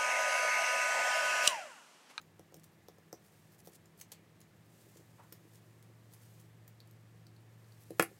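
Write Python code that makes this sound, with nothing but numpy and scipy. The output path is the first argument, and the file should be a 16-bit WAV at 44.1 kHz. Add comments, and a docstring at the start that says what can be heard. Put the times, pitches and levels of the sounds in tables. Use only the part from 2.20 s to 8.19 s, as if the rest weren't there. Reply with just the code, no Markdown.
"""Quiet room air and rustling gloves are heard first, as steel tweezers click, tap and scrape on an
opened phone. Each contact is a burst of noise coloured by the tool's resonance; taps and soft bumps
also excite the damped modes of the bench. One tap leaves a short noise tail, then the phone slides on
its silicone mat. A small screwdriver pings in the hand, then knocks hard on the bench and bounces.
The small room reverberates, and a low motor hum grows underneath."""
import sys
import numpy as np
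from scipy import signal
from scipy.fft import rfft, irfft, next_fast_len
from scipy.io import wavfile
from scipy.ndimage import map_coordinates

SR = 44100
rng = np.random.default_rng(int(sys.argv[2]) if len(sys.argv) > 2 else 0)


def generate_wav(sig):
    """Save sig (samples, or channels by samples) to the path in sys.argv[1] as 16-bit PCM at SR."""
    pcm = np.round(np.clip(np.atleast_2d(sig).T, -1, 1) * 32767).astype(np.int16)
    wavfile.write(sys.argv[1], SR, pcm)


N = 264159


def amp(db):
    """Decibels to gain."""
    return 10 ** (np.asarray(db) / 20)


def unit(x):
    """x at rms 1."""
    return x / np.sqrt(np.mean(x ** 2) + 1e-20)


def along(points, hz):
    """(Hz, value) points read on a log axis."""
    f, v = np.transpose(points)
    return np.interp(np.log(hz + 1), np.log(f + 1), v)


def curve(rows):
    """(s, value) points read at every sample."""
    return np.interp(np.arange(N) / SR, *np.transpose(rows))


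def wobble(rate):
    """A smooth random curve, rate knots a second."""
    return map_coordinates(rng.standard_normal(int(N * rate / SR) + 4), [np.arange(N) * rate / SR])


def filtered(x, response):
    """x times a response of frequency."""
    m = next_fast_len(len(x) + SR // 10)
    return irfft(rfft(x, m) * response(np.fft.rfftfreq(m, 1 / SR)), m)[:len(x)]


def resonance(f, centre_hz, width_hz):
    """Response of one damped resonance, 1 at its centre."""
    return 1j * f * width_hz / (centre_hz ** 2 - f * f + 1j * f * width_hz)


def noise(spectrum):
    """Coloured noise of rms 1."""
    return unit(filtered(rng.standard_normal(N), lambda f: amp(along(spectrum, f))))


def fade(t, t60):
    """A decay that loses 60 dB in t60."""
    return np.exp(-np.log(1000) * t / t60)


def add(track, s, sound):
    """Mix a sound into the track at time s."""
    part = track[round(s * SR):][:len(sound)]
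    part += sound[:len(part)]


# reverberation of the small room (frequency [Hz], t60 [s])
ROOM = [(150, 0.45), (600, 0.077), (2000, 0.211), (6000, 0.13), (14000, 0.11)]
def in_room(sound, wet_db, delay):
    """The sound and its diffuse echo, in which each frequency dies at its own speed."""
    hz, t, z = signal.stft(rng.standard_normal(len(sound)), SR, nperseg=256)
    tail = signal.istft(z * fade(t, along(ROOM, hz)[:, None]), SR)[1]
    tail = np.pad(tail / np.linalg.norm(tail), (round(delay * SR), 0))
    return sound + amp(wet_db) * signal.fftconvolve(sound, tail)[:len(sound)]


def ringing(modes, t, scatter_db):
    """Damped modes, all pushed the same way by the blow, at slightly new strengths."""
    return sum(amp(db + scatter_db * rng.standard_normal()) * fade(t, t60) * np.sin(2 * np.pi * hz * t)
               for hz, db, t60 in modes)


# envelope of the motor hum (time [s], level [dB])
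HUM_ENVELOPE = [(0, -80), (1.25, -76.5), (3.7, -62), (5.3, -59.5), (5.82, -62), (5.99, -71)]
# steady tones in the room (frequency [Hz], level [dB])
ROOM_TONES = [(100, -77.5), (160.5, -70), (199.5, -77), (333.5, -80.5)]
# spectrum of the rumble (frequency [Hz], relative density [dB])
RUMBLE_SPECTRUM = [(25, -47), (50, -17), (75, -0.5), (100, 5), (130, 2.5), (175, 7.5), (230, -11.5),
                   (320, -43), (600, -62)]
# spectrum of the room air (frequency [Hz], relative density [dB])
AIR_SPECTRUM = [(120, -43), (200, -3.5), (298, -4), (333, -3), (940, -12.5), (1170, -13), (1540, -16),
                (1710, -12), (2380, -17), (15500, -38.5)]
def background():
    """Phase modulation: a motor's unsteady speed makes its hum waver over faint tones, rumble and air."""
    t = np.arange(N) / SR
    tone = lambda hz, drift_rad: np.sqrt(2) * np.sin(2 * np.pi * hz * t + drift_rad * wobble(4.19))
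    hum = amp(curve(HUM_ENVELOPE)) * tone(hz=112.9, drift_rad=0.38)
    drone = sum(amp(db) * tone(hz, drift_rad=0.5) for hz, db in ROOM_TONES)
    return hum + drone + amp(-69.5) * noise(RUMBLE_SPECTRUM) + amp(-68) * noise(AIR_SPECTRUM)


def swell(t, middle, half_length):
    """Gaussian envelope: a smooth rise and fall around a moment."""
    return np.exp(-((t - middle) / half_length) ** 2)


# spectrum of glove rustle (frequency [Hz], relative density [dB])
GLOVE_SPECTRUM = [(400, -8), (1500, -7), (4000, -2.5), (8000, 0.5), (10500, -2.5), (14000, -1), (16000, -7)]
# hand movements (middle [s], level [dB], half length [s])
HAND_MOVES = [(1.174, -73, 0.18), (2.634, -68.5, 0.14), (3.15, -74.5, 0.61), (4.084, -70.5, 0.2),
              (5.785, -71, 0.41)]
def gloves():
    """Incoherent addition: the rustle of each movement adds in power to that of the resting gloves."""
    t = np.arange(N) / SR
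    resting_power = amp(-78) ** 2
    moving_power = sum((amp(db) * swell(t, s, half_length)) ** 2 for s, db, half_length in HAND_MOVES)
    grain = amp(1.02 * wobble(89))
    return np.sqrt(resting_power + moving_power) * grain * noise(GLOVE_SPECTRUM)


# spectrum of steel contact noise (frequency [Hz], relative density [dB])
STEEL_SPECTRUM = [(100, -30), (800, -2), (2500, -2.5), (3700, -2), (4700, 1.5), (7000, 1.5), (9000, 0),
                  (11500, 0.5), (14500, 1.5), (16000, -2.5)]
def contact_noise(size, ring_hz, ring_db, q):
    """Source and filter: the tool's resonance raises a peak in broadband contact noise of rms 1."""
    peak = lambda f: amp(ring_db) * abs(resonance(f, ring_hz, ring_hz / q)) ** 2
    colour = lambda f: amp(along(STEEL_SPECTRUM, f)) * np.hypot(1, peak(f))
    return unit(filtered(rng.standard_normal(size), colour))


def tick(t60, ring_hz, ring_db):
    """Exponential decay: a steel tip catches in a short burst, and the room reverberates."""
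    t = np.arange(SR // 4) / SR
    contact = contact_noise(len(t), ring_hz, ring_db, q=6)
    attack = 1 - np.exp(-t / (0.028 * t60))  # longer contacts build up more slowly
    return in_room(contact * attack * fade(t, t60), wet_db=-5.5, delay=0.002)


# steel catching on small parts (time [s], level [dB], t60 [s], resonance [Hz])
STEEL_CLICKS = [(.014, -53, 0.018, 6700), (0.3656, -52.5, .014, 11400), (.396, -55, .016, 6200),
                (.434, -56, .018, 6340), (.440, -51.5, 0.031, 8800), (1.657, -56, 0.014, 6900),
                (1.8119, -39, 0.025, 6450), (1.918, -39, 0.025, 7000), (1.922, -47, 0.039, 3200),
                (2.204, -53.5, 0.015, 10800), (2.214, -53, .022, 6850), (2.77, -52, 0.026, 7050),
                (3.124, -41, 0.023, 13700), (3.626, -54, .012, 10950), (4.478, -50, 0.022, 14500),
                (4.673, -59.5, 0.025, 11100), (4.7108, -56, .01, 13000), (5.7056, -48, 0.017, 11300),
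                (5.785, -50, 0.011, 12000)]
def clicks():
    """Transient excitation: a light catch rings the steel without moving the phone."""
    track = np.zeros(N)
    for s, db, t60, ring_hz in STEEL_CLICKS:
        add(track, s, amp(db) * tick(t60, ring_hz, ring_db=8))
    return track


# modes of the bench's short thump (frequency [Hz], relative level [dB], t60 [s])
THUMP_MODES = [(503, 1, 0.011), (689, -12, 0.02), (1360, 4.5, 0.0086), (1726, -1.5, 0.0096),
               (2470, 0.5, 0.0076), (4220, -13.5, 0.0059)]
# ringing modes of the bench and what lies on it (frequency [Hz], relative level [dB], t60 [s])
RING_MODES = [(191, -17.5, 0.063), (335.6, -18, 0.12), (404.2, -21.5, 0.08), (478, -26, 0.12),
              (552, -24, 0.07), (629, -28.5, 0.12), (717, -24, 0.11), (792, -29, 0.18), (903, -40, 0.14),
              (1067, -21, 0.11), (1188, -27, 0.057), (1275, -34, 0.083), (1404, -26, 0.067),
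              (1708, -22.5, 0.073), (1810, -40, 0.081), (1970, -23.5, 0.08), (2136, -26.5, 0.13),
              (2310, -26.5, .11), (2480, -47, 0.082), (2815, -30.5, 0.12), (3260, -29, 0.091)]
def knock(cutoff_hz):
    """Modal vibration: a blow thumps and rings the bench; the mat takes the treble from gentle ones."""
    t = np.arange(SR // 4) / SR
    thump = 1.79 * ringing(THUMP_MODES, t, scatter_db=0.5) * (1 - np.exp(-t / 0.0011))
    ring = amp(3) * ringing(RING_MODES, t, scatter_db=1) * (1 - np.exp(-t / 0.00042))
    blow = in_room(thump, wet_db=-13.5, delay=0.00295) + ring
    add(blow, 0.013, amp(-17) * thump)  # reflection from a near wall
    gap_hz, gap_width_hz = 240, 68  # the bench hardly answers between its two lowest modes
    blow = signal.lfilter(*signal.iirnotch(gap_hz, gap_hz / gap_width_hz, fs=SR), blow)
    cushion = signal.butter(4, min(cutoff_hz, SR / 4), fs=SR, output="sos")
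    radiation = signal.butter(3, 140, "high", fs=SR, output="sos")  # little deep bass is radiated
    return signal.sosfilt(radiation, signal.sosfilt(cushion, blow))


# tweezer tips landing on the phone (time [s], tick gain [dB], knock gain [dB])
TWEEZER_TAPS = [(.1945, -46.5, -43), (0.3226, -58, -47.5), (.343, -42, -45.5), (0.6844, -42.5, -40),
                (.784, -54.5, -48), (0.9284, -36, -34.5), (1.4728, -42.5, -41), (1.9227, -47, -51)]
def taps():
    """Structure-borne sound: a tip ticks, and its push passes through the phone into the bench."""
    track, bench_lag_s = np.zeros(N), 0.00044
    for s, tick_db, knock_db in TWEEZER_TAPS:
        add(track, s, amp(tick_db) * tick(t60=0.0059, ring_hz=5900, ring_db=8))
        add(track, s + bench_lag_s, amp(knock_db) * knock(cutoff_hz=827))
    return track


# hands and phone bumping on the mat (time [s], gain [dB], cutoff [Hz])
MAT_BUMPS = [(.369, -34, 260), (2.665, -42, 390), (2.759, -43, 477), (2.794, -43.5, 395), (3.122, -43, 450),
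             (3.251, -44.5, 400), (3.699, -45.5, 453), (5.7055, -29.5, 550), (5.914, -42.5, 453)]
def bumps():
    """Cushioned impact: a soft blow excites mainly the low modes of the bench."""
    track = np.zeros(N)
    for s, db, cutoff_hz in MAT_BUMPS:
        add(track, s, amp(db) * knock(cutoff_hz))
    return track


# a tip or glove dragging over an edge (middle [s], level [dB], half length [s], resonance [Hz])
EDGE_DRAGS = [(1.063, -71.5, .03, 9900), (1.335, -69, 0.023, 13400), (1.4, -63.5, .016, 9400),
              (1.472, -64, 0.031, 13000), (1.546, -61, .022, 8550), (1.805, -60.5, 0.022, 11100),
              (2.779, -71.5, 0.047, 7000), (3.357, -65.5, 0.025, 8000), (3.941, -64.5, 0.022, 10300),
              (4.031, -67, 0.021, 9000), (4.207, -66.5, 0.013, 8800), (5.62, -69.5, 0.027, 12000)]
def scrapes():
    """Stick-slip friction: short drags swell and fade, their level flickering on the way."""
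    track, t = np.zeros(N), np.arange(SR // 2) / SR
    middle = t.mean()
    for s, db, half_length, ring_hz in EDGE_DRAGS:
        friction = contact_noise(len(t), ring_hz, ring_db=3.5, q=1.85)
        add(track, s - middle, amp(db) * swell(t, middle, half_length) * friction)
    return track * amp(3.7 * wobble(350))


# the tweezers' short noise tail after a tap, then the phone rubbing the mat near 3 s
# (time [s], gain [dB], band centre [Hz])
TAIL_AND_RUBS = [(1.93, -64, 2300), (2.981, -55.5, 905), (3.02, -65, 1260), (3.11, -69, 1940)]
def tweezer_tail_and_slide():
    """Band-limited noise, quick to rise and slow to decay: the tweezers' tail, then the phone's slide."""
    track, t = np.zeros(N), np.arange(SR // 2) / SR
    envelope = (1 - np.exp(-t / 0.019)) * fade(t, t60=0.26)
    for s, db, centre_hz in TAIL_AND_RUBS:
        band = lambda f: resonance(f, centre_hz, width_hz=690) ** 2
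        band_noise = unit(filtered(rng.standard_normal(len(t)), band))
        add(track, s, amp(db) * envelope * band_noise)
    return track * amp(2.4 * wobble(60))


# fingers turning the screwdriver (time [s], level [dB])
SHAFT_PINGS = [(4.603, -49), (5.0672, -51), (5.164, -58), (5.444, -62.5), (5.522, -56.5)]
def screwdriver_pings():
    """Resonance: the shaft answers each touch at the same natural frequency."""
    track = np.zeros(N)
    for s, db in SHAFT_PINGS:
        add(track, s, amp(db) * tick(t60=0.013, ring_hz=4380, ring_db=19))
    return track


# the screwdriver hitting the bench and bouncing once
# (time [s], crack gain [dB], steel resonance gain [dB], knock lag [s], knock gain [dB], cutoff [Hz])
BENCH_STRIKES = [(5.7965, -15.5, 4, .0002, -13, 5030), (5.8247, -19, 14, 0.00136, -27.5, 2900)]
def screwdriver_strikes():
    """Hard impact: a crack of steel, a knock of the bench and a rattle of loose parts in proportion."""
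    track = np.zeros(N)
    for s, crack_db, ring_db, lag_s, knock_db, cutoff_hz in BENCH_STRIKES:
        add(track, s, amp(crack_db) * tick(t60=0.0037, ring_hz=10760, ring_db=ring_db))
        rattle = amp(-22.5) * tick(t60=0.048, ring_hz=5330, ring_db=5)
        add(track, s + lag_s, amp(knock_db) * (knock(cutoff_hz) + rattle))
    return track


def scene():
    """Superposition: all sources add in one channel."""
    handling = gloves() + clicks() + taps() + bumps() + scrapes() + tweezer_tail_and_slide()
    return (background() + handling + screwdriver_pings() + screwdriver_strikes())[None]


def record(dry):
    """Band limiting: an ideal low-pass filter removes the highest treble."""
    return filtered(dry[0], lambda hz: hz < 15950)[None]


dry = scene()
out = record(dry)
generate_wav(out)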